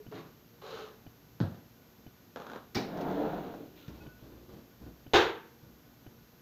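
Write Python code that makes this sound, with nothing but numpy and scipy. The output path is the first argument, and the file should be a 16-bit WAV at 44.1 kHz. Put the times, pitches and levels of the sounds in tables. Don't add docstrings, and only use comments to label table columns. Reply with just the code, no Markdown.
import sys
import numpy as np
from scipy import signal
from scipy.io import wavfile
from scipy.ndimage import uniform_filter1d

SR = 44100
rng = np.random.default_rng(int(sys.argv[2]) if len(sys.argv) > 2 else 0)


def unload_wav(signal):
    wavfile.write(
        sys.argv[1],
        SR,
        np.round(np.clip(np.atleast_2d(signal).T, -1, 1) * 32767).astype(np.int16),
    )


N = 282703
TIME = np.arange(N) / SR


def amp(db):
    return 10 ** (np.asarray(db) / 20)


def evened(x):
    return x / np.sqrt(np.mean(x ** 2) + 1e-20)


def read(points, hz):
    point_hz, value = np.transpose(points)
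    return np.interp(np.log(hz + 1), np.log(point_hz + 1), value)


def add(mix, start_s, sound):
    part = mix[max(round(start_s * SR), 0):][:len(sound)]
    part += sound[:len(part)]


def envelope(start_s, length_s, attack_s, fade_db_per_s, arch_db=0):
    t = TIME - start_s
    arch = (2 * np.clip(t / length_s, 0, 1) - 1) ** 2
    fade_db = fade_db_per_s * np.maximum(t - length_s, 0)
    return np.clip(t / attack_s, 0, 1) * amp(-arch_db * arch - fade_db)


def coloured(x, spectrum, size=4096):
    hz = abs(np.fft.fftfreq(size, 1 / SR))
    log_gain = np.log(amp(read(spectrum, hz)))
    response = np.exp(np.conj(signal.hilbert(log_gain)))
    taps = np.fft.ifft(response).real[:size // 2]
    return signal.oaconvolve(x, taps / np.linalg.norm(taps))[:len(x)]


# hz, t60_s
ROOM_DECAY = [(60, 0.29), (200, 0.46), (500, 0.53), (1500, 0.55), (3500, 0.46), (6000, 0.34), (11000, 0.44)]


def room(wet_db, ring=1, size=32768):
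    clicks = rng.choice([-1., 1.], size)
    hz, t, bands = signal.stft(clicks, SR, nperseg=256)
    t60_s = ring * read(ROOM_DECAY, hz)[:, None]
    tail = signal.istft(bands * amp(-60 * t / t60_s), SR, nperseg=256)[1][:size]
    tail *= 1 - np.exp(-TIME[:size] / 0.00041)
    response = amp(wet_db) * tail / np.linalg.norm(tail)
    response[0] += 1
    return response / np.linalg.norm(response)


def ringing(modes, size=32768):
    t = TIME[:size]
    return sum(amp(db - 60 * t / t60_s) * np.sin(2 * np.pi * hz * t) for hz, db, t60_s in modes)


def wavering(hz, width_hz):
    lowpass = signal.butter(2, width_hz / 2, fs=SR, output="sos")
    noise = rng.standard_normal(N) + 1j * rng.standard_normal(N)
    drift = signal.sosfilt(lowpass, noise)
    carrier = np.exp(2j * np.pi * np.cumsum(hz * np.ones(N)) / SR)
    return evened((drift * carrier).real)


def singing(hz, waver):
    tremble = evened(uniform_filter1d(rng.standard_normal(N), size=400))
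    phase = 2 * np.pi * np.cumsum(hz * (1 + waver * tremble)) / SR
    return np.sqrt(2) * np.sin(phase)


def blows(rows, spectrum, wet_db, ring=1):
    out = np.zeros(N)
    for start_s, db in rows:
        add(out, start_s, amp(db) * np.sqrt(SR / 100) * room(wet_db, ring))
    return coloured(out, spectrum)


def body(rows, modes, gain_db):
    out, ring = np.zeros(N), ringing(modes)
    for start_s, db in rows:
        add(out, start_s, amp(db + gain_db) * ring)
    return out


def friction(spectrum, per_s, spread_db, wet_db, count=3):
    sizes = amp(spread_db * np.minimum(rng.exponential(1, N), 4))
    slips = (rng.random(N) < per_s / SR) * rng.choice([-1., 1.], N) * sizes
    heard = np.zeros(N)
    for k in range(count):
        place = np.maximum(np.cos(2 * np.pi * (2.5 * TIME + k / count)), 0)
        heard += signal.oaconvolve(slips * place, room(wet_db, ring=0.95))[:N]
    return evened(coloured(heard, spectrum))


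# hz, rel_db_per_hz
HISS_COLOUR = [(20, -29), (55, -5.5), (90, -7.5), (150, -2.5), (300, -8.5), (650, -15.5), (1450, -20.5),
               (2200, -24), (6700, -26.5), (7900, -38.5), (11500, -39), (13800, -34), (14700, -29),
               (16000, -26)]
# hz, width_hz, level_db
HUM_BANDS = [(117, 8.8, -69.5), (231.6, 10.4, -70.5), (277, 31, -73), (361, 12.6, -75), (469, 14, -75),
             (1476, 28, -79.5)]
HISS_DB, WHINE_DB, WHINE_HZ = -59.5, -68, 12695


def background():
    hiss = amp(HISS_DB) * evened(coloured(rng.standard_normal(N), HISS_COLOUR))
    hum = sum(amp(db) * wavering(hz, width_hz) for hz, width_hz, db in HUM_BANDS)
    whine = amp(WHINE_DB) * np.sin(2 * np.pi * WHINE_HZ * TIME)
    return hiss + hum + whine


# delay_s, hz, level_db, t60_s
TICK_PARTS = [(0, 280, -38, .024), (.002, 750, -46, .014), (.002, 1480, -55, .02), (.01, 120, -41, .055),
              (.01, 450, -50, .012), (.0045, 3000, -56, .035), (.001, 2450, -56, .015)]
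TICK_START_S, TICK_PERIOD_S = .0645, 1.0


def ticking():
    out = np.zeros(N)
    for start_s in np.arange(TICK_START_S, TIME[-1], TICK_PERIOD_S):
        for delay_s, hz, db, t60_s in TICK_PARTS:
            add(out, start_s + delay_s, ringing([(hz, db, t60_s)]))
    return out


# start_s, length_s, pitch_hz, level_db, upper_db
SQUEAK_NOTES = [(3.817, 0.09, 1365, -66, -84), (3.999, 0.026, 1450, -63, -69),
                (4.077, .065, 1484, -66, -79)]
SQUEAK_UPPERS = [(1.77, -0.5), (3.2, -7)]
SQUEAK_ATTACK_S, SQUEAK_FADE_DB_PER_S, SQUEAK_WIDTH_HZ = .01, 190, 30


def squeaks():
    out = np.zeros(N)
    for start_s, length_s, hz, db, upper_db in SQUEAK_NOTES:
        tone = amp(db) * wavering(hz, SQUEAK_WIDTH_HZ)
        for ratio, part_db in SQUEAK_UPPERS:
            tone += amp(upper_db + part_db) * wavering(ratio * hz, 2 * SQUEAK_WIDTH_HZ)
        out += envelope(start_s, length_s, SQUEAK_ATTACK_S, SQUEAK_FADE_DB_PER_S) * tone
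    return out


# start_s, rel_db
CREAK_SLIPS = [(.1235, -50), (2.3605, -38), (2.364, -46.5), (2.3725, -43), (2.4005, -42), (2.42, -44),
               (2.4675, -41), (2.4995, -41.5), (2.5175, -42.5), (2.5345, -41.5), (2.56, -40.5),
               (2.564, -45)]
# hz, rel_db
BOARD_COLOUR = [(60, -50), (110, -21), (230, 1.5), (340, -3.5), (520, -1), (760, -5), (900, -2.5),
                (1200, -5.5), (1600, -8.5), (2050, -21), (2700, -20), (3900, -19.5), (4700, -29),
                (6900, -30), (8000, -50), (15000, -45)]
LOAD_START_S, LOAD_LENGTH_S, LOAD_ATTACK_S, LOAD_FADE_DB_PER_S = 2.358, 0.2, 0.02, 132
FINE_CREAK_DB = -52.5


def creak():
    load = envelope(LOAD_START_S, LOAD_LENGTH_S, LOAD_ATTACK_S, LOAD_FADE_DB_PER_S)
    fine = amp(FINE_CREAK_DB) * load * friction(BOARD_COLOUR, per_s=600, spread_db=4.0, wet_db=6.0)
    cracks = amp(-4) * blows(CREAK_SLIPS, BOARD_COLOUR, wet_db=-0.5, ring=0.03)
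    echo = amp(-5.5) * blows(CREAK_SLIPS, BOARD_COLOUR, wet_db=19, ring=0.58)
    return fine + cracks + echo


# start_s, length_s, rub_db, hiss_db
SHUFFLE_STROKES = [(0.108, 0.14, -45, -59), (0.613, 0.27, -45.5, -53)]
# hz, rel_db
RUB_COLOURS = [
    [(53, -52), (90, -24), (146, 1.5), (189, -9.5), (425, -0.5), (537, -13), (757, -10), (833, -17),
     (1050, -13), (2400, -25.5), (3120, -52), (5280, -120)],
    [(71, -45), (120, -15), (271, -15), (315, -20), (431, -2), (668, -14.5), (767, -12), (973, -17),
     (1270, -10.5), (2250, -28.5), (2400, -44), (3120, -60), (5280, -120)],
]
# hz, rel_db
SOLE_COLOUR = [(1200, -37), (2300, -3.5), (2900, 1), (3300, -2), (4000, 2.5), (4600, -6), (5700, -10),
               (6800, -11.5), (8000, -30.5), (15000, -24)]
SHUFFLE_ATTACK_S, SHUFFLE_FADE_DB_PER_S = 0.0076, 150
RUB_ARCH_DB, HISS_ARCH_DB = 6, 9
# start_s, length_s, pitch_hz, level_db
BOARD_GROANS = [(0.0, 0.0087, 422, -47.5), (.69, 0.056, 450, -53.5), (0.791, .055, 430, -49)]
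GROAN_ATTACK_S, GROAN_FADE_DB_PER_S, GROAN_WAVER = 0.0027, 498, .015
# start_s, level_db
HEEL_TAPS = [(1.403, -31), (1.413, -35.5), (1.546, -47.5)]
# hz, rel_db
FLOOR_COLOUR = [(30, -48), (60, -3), (100, -2.5), (200, -1), (300, -2.5), (450, -5), (750, -10.5),
                (1000, -16), (1650, -16), (2100, -32.5), (4000, -25.5), (7000, -43), (8500, -68),
                (15000, -54)]
# start_s, rel_db
WEIGHT_DROPS = [(.085, -48), (.152, -46), (1.406, -29), (1.412, -24.5), (1.474, -36), (1.518, -45.5)]
# hz, rel_db, t60_s
JOIST_MODES = [(120, -19.5, 0.24), (166, 7, 0.058), (229.4, -5, 0.25)]
# hz, rel_db
BOOM_COLOUR = [(30, -65), (65, -25), (95, 8.5), (125, 3), (175, 2), (250, -5), (330, -24), (700, -55)]


def indoor_steps():
    out = np.zeros(N)
    for (start_s, length_s, rub_db, hiss_db), colour in zip(SHUFFLE_STROKES, RUB_COLOURS):
        stroke = envelope(start_s, length_s, SHUFFLE_ATTACK_S, SHUFFLE_FADE_DB_PER_S, RUB_ARCH_DB)
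        out += amp(rub_db) * stroke * friction(colour, per_s=1800, spread_db=1.5, wet_db=0.5)
        swell = envelope(start_s, length_s, SHUFFLE_ATTACK_S, SHUFFLE_FADE_DB_PER_S, HISS_ARCH_DB)
        out += amp(hiss_db) * swell * friction(SOLE_COLOUR, per_s=2900, spread_db=3.0, wet_db=-2.0)
    for start_s, length_s, hz, db in BOARD_GROANS:
        press = envelope(start_s, length_s, GROAN_ATTACK_S, GROAN_FADE_DB_PER_S)
        out += amp(db) * press * singing(hz, GROAN_WAVER)
    joists = body(WEIGHT_DROPS, JOIST_MODES, gain_db=-2.0)
    highpass = signal.butter(2, 85, "high", fs=SR, output="sos")
    joists = signal.sosfilt(highpass, joists)
    boom = amp(-3.0) * blows(WEIGHT_DROPS, BOOM_COLOUR, wet_db=3, ring=0.92)
    heel = blows(HEEL_TAPS, FLOOR_COLOUR, wet_db=2.5, ring=0.82)
    return out + heel + joists + boom


# start_s, heel_db, sole_delay_s, sole_db, rub_db, rub_length_s
FOOTFALLS = [(3.079, -45, 0.055, -61, -50, 0.054), (3.882, -38.5, .068, -50, -56, 0.077),
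             (4.012, -48, 0.055, -52, -57, 0.059), (4.225, -44, 0.1, -46, -58, .2),
             (4.484, -50, .055, -45, -54.5, 0.099), (4.812, -43.5, 0.052, -43.5, -58, 0.075),
             (5.629, -49.5, 0.063, -55, -66, .06)]
# hz, rel_db
DECK_COLOUR = [(24, -27), (40, -18), (59, 12), (80, 2.5), (200, 1.5), (247, 2), (413, -13.5), (671, -16.5),
               (1180, -37), (1500, -27), (1950, -34), (3300, -120)]
# hz, rel_db, t60_s
PLANK_MODES = [(59.2, -1, 0.71), (125, 0, 0.2), (232, -9, 0.22)]
RUB_ATTACK_S, RUB_FADE_DB_PER_S = .01, 172
# start_s, length_s, rel_db
LEG_SWISHES = [(3.749, 0.083, -58), (3.933, .03, -63), (4.175, 0.03, -66)]
SWISH_ATTACK_S, SWISH_FADE_DB_PER_S = 0.019, 142
# hz, rel_db
CLOTH_COLOUR = [(100, -20), (300, 7.5), (600, -3.5), (1000, -9.5), (2000, -23.5), (4000, -20), (7000, -32),
                (9000, -42)]
# hz, rel_db
GRIT_COLOUR = [(1200, -13), (2200, -2.5), (2800, -0.5), (4000, -0.5), (5000, -15), (6700, -13.5),
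               (8000, -35), (11000, -30), (13000, -18), (15000, -7)]


def deck_steps():
    contacts, rubbing, swinging = [], np.zeros(N), np.zeros(N)
    for start_s, heel_db, delay_s, sole_db, rub_db, length_s in FOOTFALLS:
        contacts += [(start_s, heel_db), (start_s + delay_s, sole_db)]
        rubbing += amp(rub_db) * envelope(start_s, length_s, RUB_ATTACK_S, RUB_FADE_DB_PER_S)
    for start_s, length_s, db in LEG_SWISHES:
        swinging += amp(db) * envelope(start_s, length_s, SWISH_ATTACK_S, SWISH_FADE_DB_PER_S)
    thuds = blows(contacts, DECK_COLOUR, wet_db=8.5, ring=0.99)
    planks = body(contacts, PLANK_MODES, gain_db=-11)
    rustle = rubbing + amp(0.5) * swinging
    rustle *= friction(CLOTH_COLOUR, per_s=1400, spread_db=3.5, wet_db=-0.5)
    cloth = amp(-2.5) * swinging * friction(GRIT_COLOUR, per_s=2500, spread_db=3.0, wet_db=-6)
    return thuds + planks + rustle + cloth


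# start_s, level_db
KNOCK_BLOWS = [(5.1349, -16), (5.1431, -19), (5.152, -20), (5.1607, -21), (5.1991, -25.5), (5.231, -49)]
# hz, rel_db
KNOCK_SPECTRUM = [(25, -46), (55, -3.5), (110, -7), (220, -14), (340, 2), (470, 4), (600, -8.5),
                  (800, -3.5), (1100, -6), (1600, -4.5), (2300, -11.5), (3800, -9.5), (4900, -21),
                  (6700, -23), (8100, -44.5), (13500, -42.5), (15000, -35)]
# hz, rel_db, t60_s
WOODWORK_MODES = [(327, -12.5, 0.71), (338.4, -2.5, 0.39), (346, -4, 0.39), (405.5, -1, 0.37),
                  (422, -7, 0.22), (456, -3, 0.46), (495, -8, 0.54), (485, -11, 0.22), (677, -7, 0.27),
                  (689, -2.5, 0.25), (787, -2.5, 0.3), (816, -9.5, 0.5), (902, -8.5, 0.56),
                  (940, -20, 0.42), (1004, -8.5, 0.45), (1130, -15, 0.53), (1250, -14, 0.42),
                  (1310, -17, 0.26), (1576, -16, 0.63), (1630, -16, 0.31), (2134, -12, 0.44),
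                  (2586, -13, 0.38), (2640, -23, .28), (3096, -8.5, 0.28), (3630, -9, 0.15)]
WOOD_DB = -23.5


def knock():
    wood = np.zeros(N)
    for mode in WOODWORK_MODES:
        start_s = rng.uniform(KNOCK_BLOWS[0][0], KNOCK_BLOWS[2][0])
        add(wood, start_s, ringing([mode]))
    return blows(KNOCK_BLOWS, KNOCK_SPECTRUM, wet_db=20, ring=0.84) + amp(WOOD_DB) * wood


# start_s, level_db
LATCH_BLOWS = [(2.753, -28.5), (2.7585, -32), (2.766, -35.5), (2.7705, -34.5), (2.7975, -62)]
# hz, rel_db
LATCH_SPECTRUM = [(47, -52), (80, -7), (211, -0.5), (306, -5), (382, 1), (567, -12), (789, -7.5),
                  (1150, -17.5), (1460, -14.5), (2370, -18), (3230, -25.5), (3770, -16.5), (5600, -19),
                  (8690, -49), (15400, -36)]
# hz, rel_db, t60_s
GLASS_MODES = [(115.5, -1.5, 0.55), (214, 4, 0.43), (262, 1, 0.53), (351.5, -3, 0.47), (404, -11, 0.39),
               (800, 3, 0.063), (2300, -1, 0.15)]
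# hz, rel_db, t60_s
STEEL_MODES = [(4180, -14, .2), (4660, -3, 0.12), (5500, 0, 0.071), (5809, -25, 0.082)]
# time_s, share_of_top_speed
SPEED_CURVE = [(2.78, 0.24), (2.92, 0.46), (3.02, 0.89), (3.27, 0.98), (3.44, 0.62), (3.58, 0.31),
               (3.72, 0.099), (3.86, .02)]
# hz, rel_db
RUMBLE_COLOUR = [(30, -17), (60, -13), (115, -8), (150, -3.5), (200, 2), (270, 3.5), (330, -2), (440, -2.5),
                 (520, -11), (900, -62.5)]
# hz, rel_db
ROAR_COLOUR = [(250, -16), (480, -1), (570, 3), (720, 0), (800, -5), (1000, -7.5), (1200, -12),
               (1400, -12.5), (1750, -18), (2300, -28.5), (4000, -66)]
RUMBLE_DB, RUMBLE_POWER = -36.5, 1.11
ROAR_DB, ROAR_POWER = -37, 1.6
GRIT_DB, GRIT_POWER = -56, .9
# start_s, level_db
TRACK_BUMPS = [(3.004, -44), (3.238, -39), (3.54, -43.5)]
# start_s, level_db
FITTING_TICKS = [(2.747, -39), (2.972, -56), (3.009, -50), (3.54, -62), (3.879, -56)]
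# hz, rel_db
METAL_COLOUR = [(300, -25), (1500, 5.5), (4000, 2), (6300, 1.5), (8000, -24), (15000, -6)]


def door():
    latch = blows(LATCH_BLOWS, LATCH_SPECTRUM, wet_db=11, ring=0.9)
    pane = body(LATCH_BLOWS[2:3], GLASS_MODES, gain_db=-3)
    catch = body(LATCH_BLOWS[:1], STEEL_MODES, gain_db=-8.5)
    speed = np.maximum(np.interp(TIME, *np.transpose(SPEED_CURVE), left=0, right=0), 0)
    rumble = friction(RUMBLE_COLOUR, per_s=2500, spread_db=0.7, wet_db=5)
    roar = friction(ROAR_COLOUR, per_s=2000, spread_db=0.0, wet_db=1.0)
    grit = friction(GRIT_COLOUR, per_s=2800, spread_db=-1.0, wet_db=-3.5)
    rolling = amp(RUMBLE_DB) * speed ** RUMBLE_POWER * rumble
    rolling += amp(ROAR_DB) * speed ** ROAR_POWER * roar
    rolling += amp(GRIT_DB) * speed ** GRIT_POWER * grit
    bumps = blows(TRACK_BUMPS, ROAR_COLOUR, wet_db=-2, ring=0.6)
    rattles = blows(FITTING_TICKS, METAL_COLOUR, wet_db=24, ring=0.31)
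    return latch + pane + catch + rolling + bumps + rattles


def scene():
    still = background() + ticking()
    steps = squeaks() + creak() + indoor_steps() + deck_steps()
    return (still + steps + knock() + door())[None]


EDGE_HZ = 15550


def record(dry):
    lowpass = signal.firwin(511, EDGE_HZ, window=("kaiser", 9), fs=SR)
    return signal.oaconvolve(dry, lowpass[None], "same")


dry = scene()
out = record(dry)
unload_wav(out)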